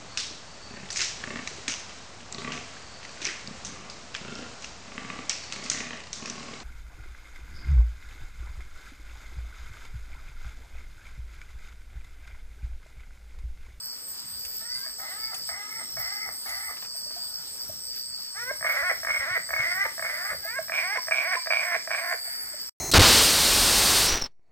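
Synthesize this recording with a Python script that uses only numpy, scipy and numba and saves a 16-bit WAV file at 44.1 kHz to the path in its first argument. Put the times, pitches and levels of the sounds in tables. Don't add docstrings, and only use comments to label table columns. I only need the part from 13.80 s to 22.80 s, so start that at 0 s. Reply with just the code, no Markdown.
import sys
import numpy as np
from scipy import signal
from scipy.fft import rfft, irfft
from scipy.io import wavfile
from scipy.ndimage import uniform_filter1d
from numba import njit

SR = 44100
rng = np.random.default_rng(int(sys.argv[2]) if len(sys.argv) > 2 else 0)


def transcribe(u):
    v = np.clip(np.atleast_2d(u).T, -1, 1)
    q = np.round(v * 32767).astype(np.int16)
    wavfile.write(sys.argv[1], SR, q)


N = 396900
PORT_LAG_MS = 0.12


def undb(db):
    return 10 ** (np.asarray(db) / 20)


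def unit(x):
    return x / np.sqrt(np.mean(x ** 2))


def curve(s, values):
    return np.interp(np.arange(N) / SR, s, values)


def walk(rate):
    k = int(SR / rate)
    held = np.repeat(rng.standard_normal(N // k + 1), k)
    return 2.0 * uniform_filter1d(held, k)[:N]


def ring(x, hz, width):
    b, a = signal.iirpeak(hz, hz / width, fs=SR)
    return signal.lfilter(b, a, signal.lfilter(b, a, x))


def place(x, pan_db, lag_ms):
    turn = np.exp(-2j * np.pi * np.fft.rfftfreq(N, 1 / SR) * lag_ms / 1000)
    left = x * undb(pan_db / 2)
    right = irfft(rfft(x) * turn, N) * undb(-pan_db / 2)
    return np.array([left, right])


@njit
def pulse(hz, rough, wait, size):
    out, phase = np.zeros(len(hz) + 1), np.empty(len(hz))
    p, k, slow = 0., 0, 1.
    for i in range(len(hz)):
        step = hz[i] / slow / SR
        p += step
        if p >= 1:
            p, k = p - 1, k + 1
            g = np.exp(rough[i] * size[k])
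            out[i] += g * p / step
            out[i + 1] += g * (1 - p / step)
            slow = np.exp(rough[i] ** 1.5 * wait[k])
        phase[i] = p
    return out[:-1], phase


def blips(rows, rise_s, sag):
    out, t = np.zeros(N), np.arange(SR // 8) / SR
    for s, db, hz, t60 in rows:
        i = int(s * SR)
        swell = np.minimum(t / rise_s, 1) * undb(-60 * np.maximum(t - rise_s, 0) / t60)
        bent_t = t + sag * rise_s * (1 - np.exp(-t / rise_s))
        out[i:i + len(t)] += undb(db) * swell * np.sin(2 * np.pi * hz * bent_t)
    return out


# frequency in Hz, level in dB per Hz, likeness of the two ports 0-1.
HUSH_SPECTRUM = [(25, -100, .95), (54, -85, 0.98), (133, -89, 0.54), (300, -85, 0), (764, -89, 0),
                 (1380, -86, 0.03), (2420, -91, 1), (3590, -86.5, 0.75), (5340, -78, 0.63),
                 (5680, -92.5, 0.3), (7820, -83, 1), (9200, -102, 0.6), (15100, -100, .95)]


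def hush():
    out, f = 0, np.fft.rfftfreq(N, 1 / SR)
    hz, db, alike = np.transpose(HUSH_SPECTRUM)
    at = np.log(f + 1)
    alike = np.clip(np.interp(at, np.log(hz), alike), 0, 1)
    tint = undb(np.interp(at, np.log(hz), db)) * np.sqrt(SR / 2)
    common, left, right = rfft(rng.standard_normal((3, N))) * tint
    common = rfft(place(irfft(common, N), 0, PORT_LAG_MS))
    both = np.sqrt(alike) * common + np.sqrt(1 - alike) * np.array([left, right])
    calm_db = curve([6.3, 7., 8.4, 8.8], [4.0, -2.0, -1.0, 0])
    for k in np.arange(4, 14.5):
        share = np.clip(1 - abs(at / np.log(2) - k), 0, 1)
        flicker_db = 3 if k < 8 else 1.7
        level_db = flicker_db * walk(14) + (k < 8) * calm_db
        out = out + undb(level_db) * irfft(both * share, N)
    return out


def phrases(rows, dip_db):
    t = np.arange(N) / SR
    coarse = t[::50]
    bumps = sum(undb(db) * np.exp(-(2 * (coarse - s) / length) ** 2) for s, length, db in rows)
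    floor_db = np.mean(rows, axis=0)[2] + dip_db
    return np.interp(t, coarse, bumps) + undb(floor_db)


# middle in seconds, length in seconds, level in dB.
NOISE_SWELLS = [(.97, .09, -47), (1.58, .08, -51), (2.72, 0.072, -57), (3.29, .2, -55), (6.18, 0.14, -54),
                (8.55, 0.22, -49.5)]


def noise_swells():
    band = unit(ring(rng.standard_normal(N), 9450, 600))
    return place(phrases(NOISE_SWELLS, -51) * band, 0, PORT_LAG_MS)


def insect(hz, width, stroke_hz, blur, lag_ms, spread, apart_hz):
    tones = 0
    for offset in (-1, 0, 1):
        chance = rng.standard_normal((N // 50, 2)).T
        phase = pulse(stroke_hz * (1 + .01 * walk(2)), np.full(N, .03), *chance)[1]
        tone_hz = hz + apart_hz * offset + .015 * width * walk(4)
        tone = np.sin(2 * np.pi * np.cumsum(tone_hz) / SR)
        tones = tones + undb(15.4 * walk(3.8)) * tone * np.sin(np.pi * phase) ** 2
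    scrape = (4.1 + np.exp(-phase / .5)) * rng.standard_normal(N)
    band = lambda x: unit(ring(ring(x, hz, width), hz, 0.79 * width))
    level = np.sqrt(uniform_filter1d(tones ** 2, size=6000))
    near = unit(tones / level + blur * band(scrape))
    return place(near, 0, lag_ms) + spread * band(rng.standard_normal((2, N)))


# middle in seconds, length in seconds, level in dB.
LOW_CHOIR_PHRASES = [(.12, 0.29, -46.5), (.62, 0.33, -43.5), (.98, 0.38, -40), (1.53, 0.36, -38),
                     (2.3, 0.26, -41.5), (2.9, 0.69, -43), (3.38, 0.49, -42), (3.8, 0.17, -46),
                     (4.28, 0.42, -39.5), (4.95, 0.36, -49), (5.82, 0.46, -46), (6.5, 0.69, -44),
                     (7.15, 0.33, -44), (7.65, 0.34, -39.5), (8.5, 0.74, -39.5)]


def low_choir():
    return phrases(LOW_CHOIR_PHRASES, -5.0) * insect(4666, 540, 128, 0.34, 0.083, 0.32, 75)


HIGH_CHOIR_DB, HIGH_WAVER_DB = -42.5, 1.5


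def high_choir():
    level = undb(HIGH_CHOIR_DB + HIGH_WAVER_DB * walk(4))
    return level * insect(5481, 430.5, 65, 0.63, 0.11, 0.35, 90)


# middle in seconds, level in dB.
KATYDID_PHRASES = [(0.022, -50.5), (0.266, -44.5), (0.519, -47.5), (0.843, -45.5), (1.12, -48.5),
                   (1.355, -47), (1.691, -44), (2.008, -43.5), (2.31, -48), (2.591, -47.5), (2.848, -42.5),
                   (3.18, -44), (3.468, -45), (3.712, -44), (4.057, -46.5), (4.284, -47), (4.549, -48),
                   (4.815, -46.5), (5.106, -48.5), (5.367, -46), (5.65, -44), (5.926, -47.5),
                   (6.231, -46.5), (6.495, -50), (6.786, -55), (7.051, -47), (7.304, -46.5), (7.579, -46.5),
                   (7.854, -44.5), (8.177, -44.5), (8.464, -46.5), (8.738, -49)]


def chirping_katydids():
    rows = [(s, 0.1, db) for s, db in KATYDID_PHRASES]
    return phrases(rows, 0.3) * insect(8230, 1100, 125, 2.6, PORT_LAG_MS, 0.062, 240)


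# start in seconds, length in seconds, level in dB, pitch in Hz.
NEAR_TRILLS = [(0.46, 0.2, -41, 4685), (.85, 0.33, -41, 4690), (1.38, 0.35, -43, 4790),
               (2.151, 0.33, -46, 4657), (3.28, .27, -45, 4730), (4.1, 0.43, -48, 4650),
               (5.749, 0.21, -43, 4751), (6.45, .35, -44, 4640), (7.55, 0.36, -48, 4680)]
NEAR_STROKE_HZ, NEAR_FADE_S, NEAR_DEPTH = 125.6, 0.021, 1.1


def near_crickets():
    out, t = 0, np.arange(N) / SR
    stroke_hz = NEAR_STROKE_HZ + 2.9 * walk(6.1)
    strokes = 1 + NEAR_DEPTH * np.cos(2 * np.pi * np.cumsum(stroke_hz) / SR)
    waver = np.cumsum(9. * walk(11)) / SR
    for s, length, db, hz in NEAR_TRILLS:
        gate = np.interp(t - s, [0, NEAR_FADE_S, length - NEAR_FADE_S, length], [0, 1, 1, 0])
        out = out + undb(db) * gate * np.sin(2 * np.pi * (hz * t + waver))
    return place(out * strokes * undb(2.7 * walk(31)), 0, 0.089)


# middle in seconds, length in seconds, level in dB.
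HISS_SURGES = [(.45, 0.43, -46.5), (1.4, 1, -52), (2.75, 0.54, -40), (3.8, 0.49, -47.5), (5., 0.69, -45.5),
               (6.3, 0.6, -43), (7.2, 0.75, -52.5), (8.45, 0.64, -39)]
HISS_HZ, HISS_WIDTH_HZ, HISS_LAG_MS = 12250, 3500, .121


def hiss():
    band = ring(rng.standard_normal(N), HISS_HZ, HISS_WIDTH_HZ)
    band = unit(ring(band, HISS_HZ, HISS_WIDTH_HZ))
    return place(phrases(HISS_SURGES, -8.5) * undb(1.5 * walk(15)) * band, 0, HISS_LAG_MS)


RASP_RISE_S, RASP_HZ, RASP_CLIMB_HZ_PER_S, RASP_HALF_WIDTH_HZ = 0.022, 13550, 8000, 210


def rasps(peaks, db):
    t, starts = np.arange(N) / SR, np.append(-1, np.sort(peaks) - RASP_RISE_S)
    u = t - starts[np.searchsorted(starts, t) - 1]
    u = np.minimum(u, 8 * RASP_RISE_S)
    low_pass = signal.butter(2, RASP_HALF_WIDTH_HZ, fs=SR, output="sos")
    rasp = unit(signal.sosfilt(low_pass, rng.standard_normal(N)))
    swell = u / RASP_RISE_S * np.exp(1 - u / RASP_RISE_S)
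    carrier = np.sin(2 * np.pi * np.cumsum(RASP_HZ + RASP_CLIMB_HZ_PER_S * u) / SR)
    return undb(db) * swell * rasp * carrier


NEAR_RASP_PEAKS_S = [.05, .28, .5, .75, .99, 1.2, 1.31, 1.42, 1.57, 1.68, 1.92, 2.11, 2.34, 2.54, 2.67,
                     2.85, 3.02, 3.17, 3.45, 3.83, 3.89, 4.19, 4.41, 4.64, 4.9, 5.14, 5.35, 5.56, 5.7, 5.95,
                     6.22, 6.44, 6.65, 6.84, 7.01, 7.23, 7.44, 7.85, 8.27, 8.52, 8.68]
NEAR_RASP_DB, FAR_RASP_DB, RASP_BED_DB = -36.5, -43, -45.5
FAR_RASPS_PER_S = 12


def high_katydids():
    far_peaks_s = np.cumsum(np.exp(.4 * rng.standard_normal(size=150))) / FAR_RASPS_PER_S
    bed = unit(ring(ring(rng.standard_normal(N), 13850, 1300), 13800, 1200))
    bed = undb(RASP_BED_DB + 1.2 * walk(6)) * bed
    apart = undb(-61) * unit(ring(rng.standard_normal((2, N)), 13800, 1200))
    near = rasps(NEAR_RASP_PEAKS_S, NEAR_RASP_DB)
    far = rasps(far_peaks_s, FAR_RASP_DB + 3.4 * walk(8))
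    return place(near + far + bed, 0, PORT_LAG_MS) + apart


def insects():
    choirs = low_choir() + high_choir() + chirping_katydids()
    return near_crickets() + choirs + hiss() + high_katydids() + noise_swells()


# start in seconds, noise level in dB before the resonance, centre in Hz.
SNAPS = [(0.65, -31.5, 5470), (1.543, -29, 4943), (2.693, -33, 4995), (2.969, -34, 2217),
         (3.021, -31, 1505), (3.047, -34, 1780), (3.305, -36, 880), (4.142, -40, 5000)]


def ticks():
    out, t = np.zeros(N), np.arange(SR // 12) / SR
    for s, db, hz in SNAPS:
        i = int(s * SR)
        level_db = db + 2 * rng.exponential(size=len(t)) - 60 * t / .1
        splinters = undb(level_db) * rng.standard_normal(len(t))
        out[i:i + len(t)] += ring(splinters, hz, 2.0 * hz)
    return place(out, 0, PORT_LAG_MS)


# start in seconds, peak in dB, pitch in Hz.
FINGER_BUMPS = [(3.893, -46, 98), (5.301, -45, 56.36), (5.392, -41, 69.6), (5.508, -39, 107),
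                (5.793, -36, 123.5), (6.052, -48, 69.54)]


def bumps():
    return blips([(s, db, hz, .08) for s, db, hz in FINGER_BUMPS], 0.0061, 0)


TREES_T60_S = 0.3


def trees(x):
    t = np.arange(int(.7 * SR)) / SR
    fade = undb(-60 * t / TREES_T60_S) * np.minimum(t / 0.0062, 1)
    tail = rng.standard_normal((2, len(t))) * fade
    return signal.fftconvolve(x, tail / np.sqrt(np.sum(tail[0] ** 2)), axes=1)[:, :N]


# start in seconds, length in seconds, level in dB, top resonance extra in dB,
# first pulses in Hz, time to buzz lock in seconds, buzz at lock in Hz, buzz at end in Hz.
NOTES = [(.8, 0.25, -55.5, 5, 430.8, 0.23, 530, 542.5), (1.192, 0.35, -46, -1.5, 151, .19, 435.7, 441.7),
         (1.682, 0.34, -46, 3.5, 118.5, 0.084, 400, 456),
         (2.172, 0.32, -44.5, 4.5, 99.7, 0.11, 383.3, 435.2),
         (2.662, 0.25, -44.5, 3, 119.8, 0.11, 396.8, 441),
         (4.556, 0.155, -39.5, -7.5, 388, 0.14, 515.3, 536),
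         (4.85, 0.27, -26.5, -1, 130.9, 0.19, 359.6, 367.5),
         (5.289, 0.29, -30.5, 2.5, 100.1, 0.2, 359.3, 372.4),
         (5.779, 0.285, -31, 3, 109.8, 0.084, 340.5, 404.8),
         (6.236, 0.3, -33, -1, 90.23, 0.093, 300, 422.3), (6.638, 0.15, -40.5, 2, 409.3, 0.12, 524, 542.7),
         (6.935, .245, -29, -1, 124.8, .1, 349.4, 428), (7.329, 0.23, -28, -0.5, 109.4, 0.15, 364.8, 378.5),
         (7.719, 0.25, -28.5, -1, 109.2, 0.13, 341.1, 348.3),
         (8.107, 0.24, -28.5, -6.5, 100.5, .11, 336.3, 354.9), (3.347, 0.27, -53, -32, 300, .1, 300, 300),
         (8.439, 0.33, -52, 2, 300, 0.11, 300, 300)]
# time in seconds, pulse rate in Hz.
PITCH_STEPS = [(.88, 481), (.94, 512.6), (4.602, 472), (4.652, 497), (4.9, 187), (4.955, 193.8),
               (4.973, 275.4), (5.015, 277.2), (5.346, 110.4), (5.384, 166.3), (5.405, 271), (5.456, 275.3),
               (5.819, 190.5), (7.389, 136.1), (7.415, 180.7), (7.435, 281), (7.801, 133.1), (7.824, 260.7)]
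CLOSE_S, CLOSE_SAG, CLOSE_ROUGH = .035, .3, .55


def note(t, row, count, voice, shape):
    start, length, db, top_db, first_hz, lock_s, lock_hz, end_hz = row
    clean, tiring, bend, creak = voice
    u = t - start
    rise_hz = first_hz + (lock_hz - first_hz) * np.clip(u / lock_s, 0, 1) ** bend
    steps = [(s - start, f) for s, f in PITCH_STEPS if 0 < s - start < lock_s]
    if steps:
        rise_hz = np.interp(u, *np.transpose([(0, first_hz), *steps, (lock_s, lock_hz)]))
    buzz_hz = np.interp(u, [lock_s, length - CLOSE_S], [lock_hz, end_hz])
    hz = np.where(u < lock_s, rise_hz, buzz_hz)
    shut = (count > 0) * np.clip(1 + (u - length) / CLOSE_S, 0, 1)
    slow_rough = creak * np.clip(1 - hz / lock_hz, 0, 1) ** 2
    rough = clean + tiring * count ** 2 + slow_rough + CLOSE_ROUGH * shut
    share, *levels = np.transpose(shape)
    top, mid, sac = (db + np.interp(u / length, share, c) for c in levels)
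    gate = np.interp(u, [-.016, .012, length, length + 0.00097], [0, 1, 1, 0])
    gains = gate * undb(top + top_db), gate * undb(mid), gate * undb(sac)
    return np.array([hz * (1 - CLOSE_SAG * shut), rough, *gains])


def roof(x, hz):
    return signal.sosfilt(signal.cheby2(8, 40, 1.15 * hz, fs=SR, output="sos"), x)


# left minus right in dB, lag of the right port in ms.
THROATS = [
    [(2186, 210), (1762, 1030), (726, 210), (1351, 340), (-0.5, 0.16)],
    [(2179, 240), (1775, 1180), (624, 180), (1199, 37), (-1.3, 0.14)],
    [(2328, 540), (1688.5, 630), (678, 166), (1120, 178), (-3.5, 0.1)],
    [(2035, 910), (1390, 620), (665, 160), (970, 760), (0, 0.29)],
]
VOICES = [(.045, .008, .6, .9), (.04, .007, 1.1, .55), (.045, .010, 1.6, .5), (.35, 0, 1., 0)]
# share of the length, top, middle and sac resonances in dB.
NOTE_SHAPES = [
    [(0, 2, -3, 1.5), (.2, 6, -0.5, -3), (.45, -1, 0.5, -7), (.65, 1, -3, -8.5), (.85, 7, -9, -5),
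     (1, -1, 4.5, 3.5)],
    [(0, 3, 4, -7), (.12, 4.5, -3, -15.5), (.35, 0, -5, -12.5), (.5, -0.5, -2.5, -15.5),
     (.67, -9, -1, -11.5), (.83, 3.5, 1, -16), (1, 0, 0, -6.5)],
    [(0, 7, 1.5, -5.5), (.25, 5, -11, -11.5), (.5, -2.5, -7.5, -9.5), (.75, -3, -4.5, -8), (1, 3, 0, -4)],
    [(0, 5.5, -15, -4.5), (1, -1, -5, -10)],
]
OPENER_SHAPE = [(0, -21, 1, -8), (.3, -5, 6, -14), (.6, 1.5, -0.5, -10.5), (1, -11.5, 14, -1)]
FAR_OPENER_SHAPE = [(0, -20, 4, 0), (.3, -6, 6, -6), (.6, 8, 6.4, -17), (1, -1, 11, -4)]
ROOFS_HZ = [2300, 2440, 2780, 2600]
EDGES_DB = [-30, -20, -17, -38]
EDGE_HZ, EDGE_WIDTH_HZ = 2590, 2500
TOP_SAG, SAG_FROM_HZ, SAG_OVER_HZ = 0.06, 145, 181


def frog(notes, voice, shape, throat, opener, roof_hz, edge_db):
    t, controls = np.arange(N) / SR, np.zeros((5, N))
    controls[0] = notes[0][4]
    for k, row in enumerate(notes):
        i, j = int((row[0] - .02) * SR), int((row[0] + row[1] + .02) * SR)
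        controls[:, i:j] = note(t[i:j], row, k, voice, opener if k == 0 else shape)
    hz, rough, top_gain, mid_gain, sac_gain = controls
    chance = rng.standard_normal((N // 50, 2)).T
    beats, phase = pulse(hz, rough, .8 * chance[0], 1.2 * np.clip(chance[1], -2, 1.3))
    air = .09 * rough * np.exp(-phase / .3) * rng.standard_normal(N)
    body = signal.butter(3, [430, 2550], "band", fs=SR, output="sos")
    breath = undb(1.86 * walk(45)) * signal.sosfilt(body, beats + air)
    top, mid, sac, over = (ring(breath, *mode) for mode in throat[:4])
    top_hz, top_width = throat[0]
    top = ring(top, top_hz, 0.75 * top_width)
    low_hz, sunk = top_hz * (1 - TOP_SAG), np.clip((hz - SAG_FROM_HZ) / SAG_OVER_HZ, 0, 1)
    low_top = ring(ring(breath, low_hz, top_width), low_hz, 2 * top_width)
    top = (1 - sunk) * top + sunk * low_top
    even = lambda x: x / np.sqrt(uniform_filter1d(x ** 2, size=2200) + 1e-12)
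    edge = undb(edge_db) * top_gain * even(ring(beats + air, EDGE_HZ, EDGE_WIDTH_HZ))
    call = top_gain * even(top) - mid_gain * even(mid) + sac_gain * even(sac - 0.67 * over)
    return roof(call, roof_hz) + edge


# start in seconds, throat level in dB,
# sac relative to throat in dB, top resonance relative to throat in dB.
FOLD_KNOCKS = [(.816, -40.5, -1, -20), (1.052, -34, -15, -10), (1.063, -27, -10, -12),
               (1.2002, -32, -10, -17), (1.6911, -25, -9, -7), (2.1695, -24.5, -6, -12),
               (2.6594, -28.5, -15, -11), (4.8092, -24, -7, -14), (4.8267, -16.5, -10.5, -19),
               (4.8459, -13, -6, -13), (4.8544, -22, -3, -4), (5.1113, -17, -6, -4),
               (5.2314, -21.5, -5, -13), (5.248, -15, -14, -16), (5.2706, -13, -12.5, -6),
               (5.2937, -17, -26, -18), (5.6906, -21, -9, -15), (5.7054, -16, -8.5, -8),
               (5.7314, -16.5, -6, -15), (5.7367, -12.5, -9, -0.5), (5.7628, -13.5, -13, -1.5),
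               (6.179, -23.5, -4, -22), (6.1941, -17.5, -7.5, -15), (6.224, -16.5, -7.5, -4),
               (6.2472, -18.5, -6.5, -15), (6.8816, -27.5, -6, -7), (6.896, -17, -7, -18),
               (6.9194, -18, -9, 0.5), (6.929, -24, -14.5, -16.5), (6.9386, -23.5, -16.5, -5),
               (7.2706, -27, -8, -24), (7.283, -16.5, -5, -13.5), (7.3098, -14.5, -7, -4),
               (7.316, -16, -12, 0), (7.3202, -15.5, -21, 6), (7.5338, -21.5, -9.5, -5),
               (7.5536, -14.5, -14, -5), (7.6593, -23.5, -7, -14), (7.6708, -16, -4.5, -11),
               (7.7044, -15.5, -0.5, 3.5), (7.7114, -15, -14, 0.5), (7.7328, -20, -14, 2.5),
               (7.7488, -23.5, -2, -11), (7.7687, -26.5, -9, -8), (7.921, -16.5, -14, -16),
               (7.9503, -12.5, -10, -5.5), (8.0744, -19.5, -3.5, -12), (8.106, -17, -7, -13),
               (8.1467, -15.5, -9, -7)]
# pitch in Hz, level in dB, fade by 1/e in seconds.
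KNOCK_MODES = [(1330, -4.5, 0.0017), (1705, 1.5, 0.0019), (1873, -2.5, 0.0021)]
KNOCK_SAC_HZ, KNOCK_SAC_S, KNOCK_RISE_S, KNOCK_TOP_S = 654, 0.0062, .0009, 0.006


def knocks(notes, top_hz):
    out, t = np.zeros(N), np.arange(900) / SR
    tone = lambda hz, fade_s: np.exp(-t / fade_s) * np.sin(2 * np.pi * hz * t)
    throat = sum(undb(db) * tone(hz, fade_s) for hz, db, fade_s in KNOCK_MODES)
    throat = np.minimum(t / KNOCK_RISE_S, 1) * throat
    top = np.minimum(t / 0.00041, 1) * tone(top_hz, KNOCK_TOP_S)
    sac = np.minimum(t / 0.0045, 1) * tone(KNOCK_SAC_HZ, KNOCK_SAC_S)
    for s, db, sac_db, top_db in FOLD_KNOCKS:
        if notes[0][0] < s < sum(notes[-1][:2]):
            i = int(s * SR)
            out[i:i + len(t)] += undb(db) * (throat + undb(sac_db) * sac + undb(top_db) * top)
    return out


# start in seconds, peak in dB, pitch in Hz,
# ring (fall by 60 dB) in seconds.
SAC_POPS = [(1.541, -41, 764, 0.038), (2.016, -55, 684.8, 0.032), (2.888, -34, 1187, 0.026),
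            (3.147, -44.5, 667, 0.021), (3.26, -47, 590, 0.068), (3.361, -41, 702, 0.1),
            (3.893, -34.5, 627, 0.033), (4.708, -23.5, 596, 0.015), (5.112, -43, 756, 0.087),
            (5.574, -46, 500.2, 0.028), (6.051, -33, 901.6, 0.095), (6.543, -31, 590, 0.012),
            (6.649, -33.5, 659, 0.089), (6.786, -22, 644, 0.057), (7.179, -24, 1022, 0.061),
            (7.564, -23, 1027, 0.088), (7.955, -25.5, 664.4, 0.019), (8.474, -39, 680.8, 0.054),
            (8.737, -38, 607, 0.043)]
BOUTS = [(0, 5), (5, 10), (10, 15), (15, 17)]
THUD_HZ, THUD_DB, THUD_RING_S = 400, -6, 0.037


def pops():
    bout_notes = NOTES[:BOUTS[3][0]]
    thuds = [(s + length - .012, db + THUD_DB, THUD_HZ, THUD_RING_S) for s, length, db, *_ in bout_notes]
    return blips(SAC_POPS, 0.0069, 0) + blips(thuds, 0.0072, 0.787)


ECHOES_DB = [-2.5, -5.5, -7, 0]
# centre in Hz, width in Hz, share added (negative takes away).
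HAND_SHADE = [(667, 230, -0.37), (1200, 1100, 0.14)]


def scene():
    out, wet = 0, 0
    frogs = zip(BOUTS, VOICES, NOTE_SHAPES, THROATS, ROOFS_HZ, EDGES_DB, ECHOES_DB)
    for (a, b), voice, shape, throat, roof_hz, edge_db, echo_db in frogs:
        notes = NOTES[a:b]
        opens = b - a > 2
        opener = (OPENER_SHAPE if a else FAR_OPENER_SHAPE) if opens else shape
        hard = opens * knocks(notes, throat[0][0])
        call = frog(notes, voice, shape, throat, opener, roof_hz, edge_db)
        call = call + roof(hard, roof_hz) + 0.12 * ring(hard, EDGE_HZ, EDGE_WIDTH_HZ)
        heard = place(call, *throat[4])
        heard[0] += sum(share * ring(heard[0], hz, width) for hz, width, share in HAND_SHADE)
        out, wet = out + heard, wet + undb(echo_db) * heard
    popping = pops()
    wet = wet + undb(-11.5) * popping
    near = out + place(popping, -5.5, 0.037)
    return near + trees(wet) + ticks() + bumps() + insects() + hush()


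STOP_S, TOP_HZ = 8.895, 15200


def record(dry):
    stop_db = curve([STOP_S, STOP_S + 0.0018, STOP_S + 0.029, STOP_S + 0.045], [-1.5, -31, -48, -72.5])
    low_pass = signal.ellip(10, .2, 70, TOP_HZ, fs=SR, output="sos")
    return signal.sosfilt(low_pass, dry * undb(stop_db))


dry = scene()
out = record(dry)
transcribe(out)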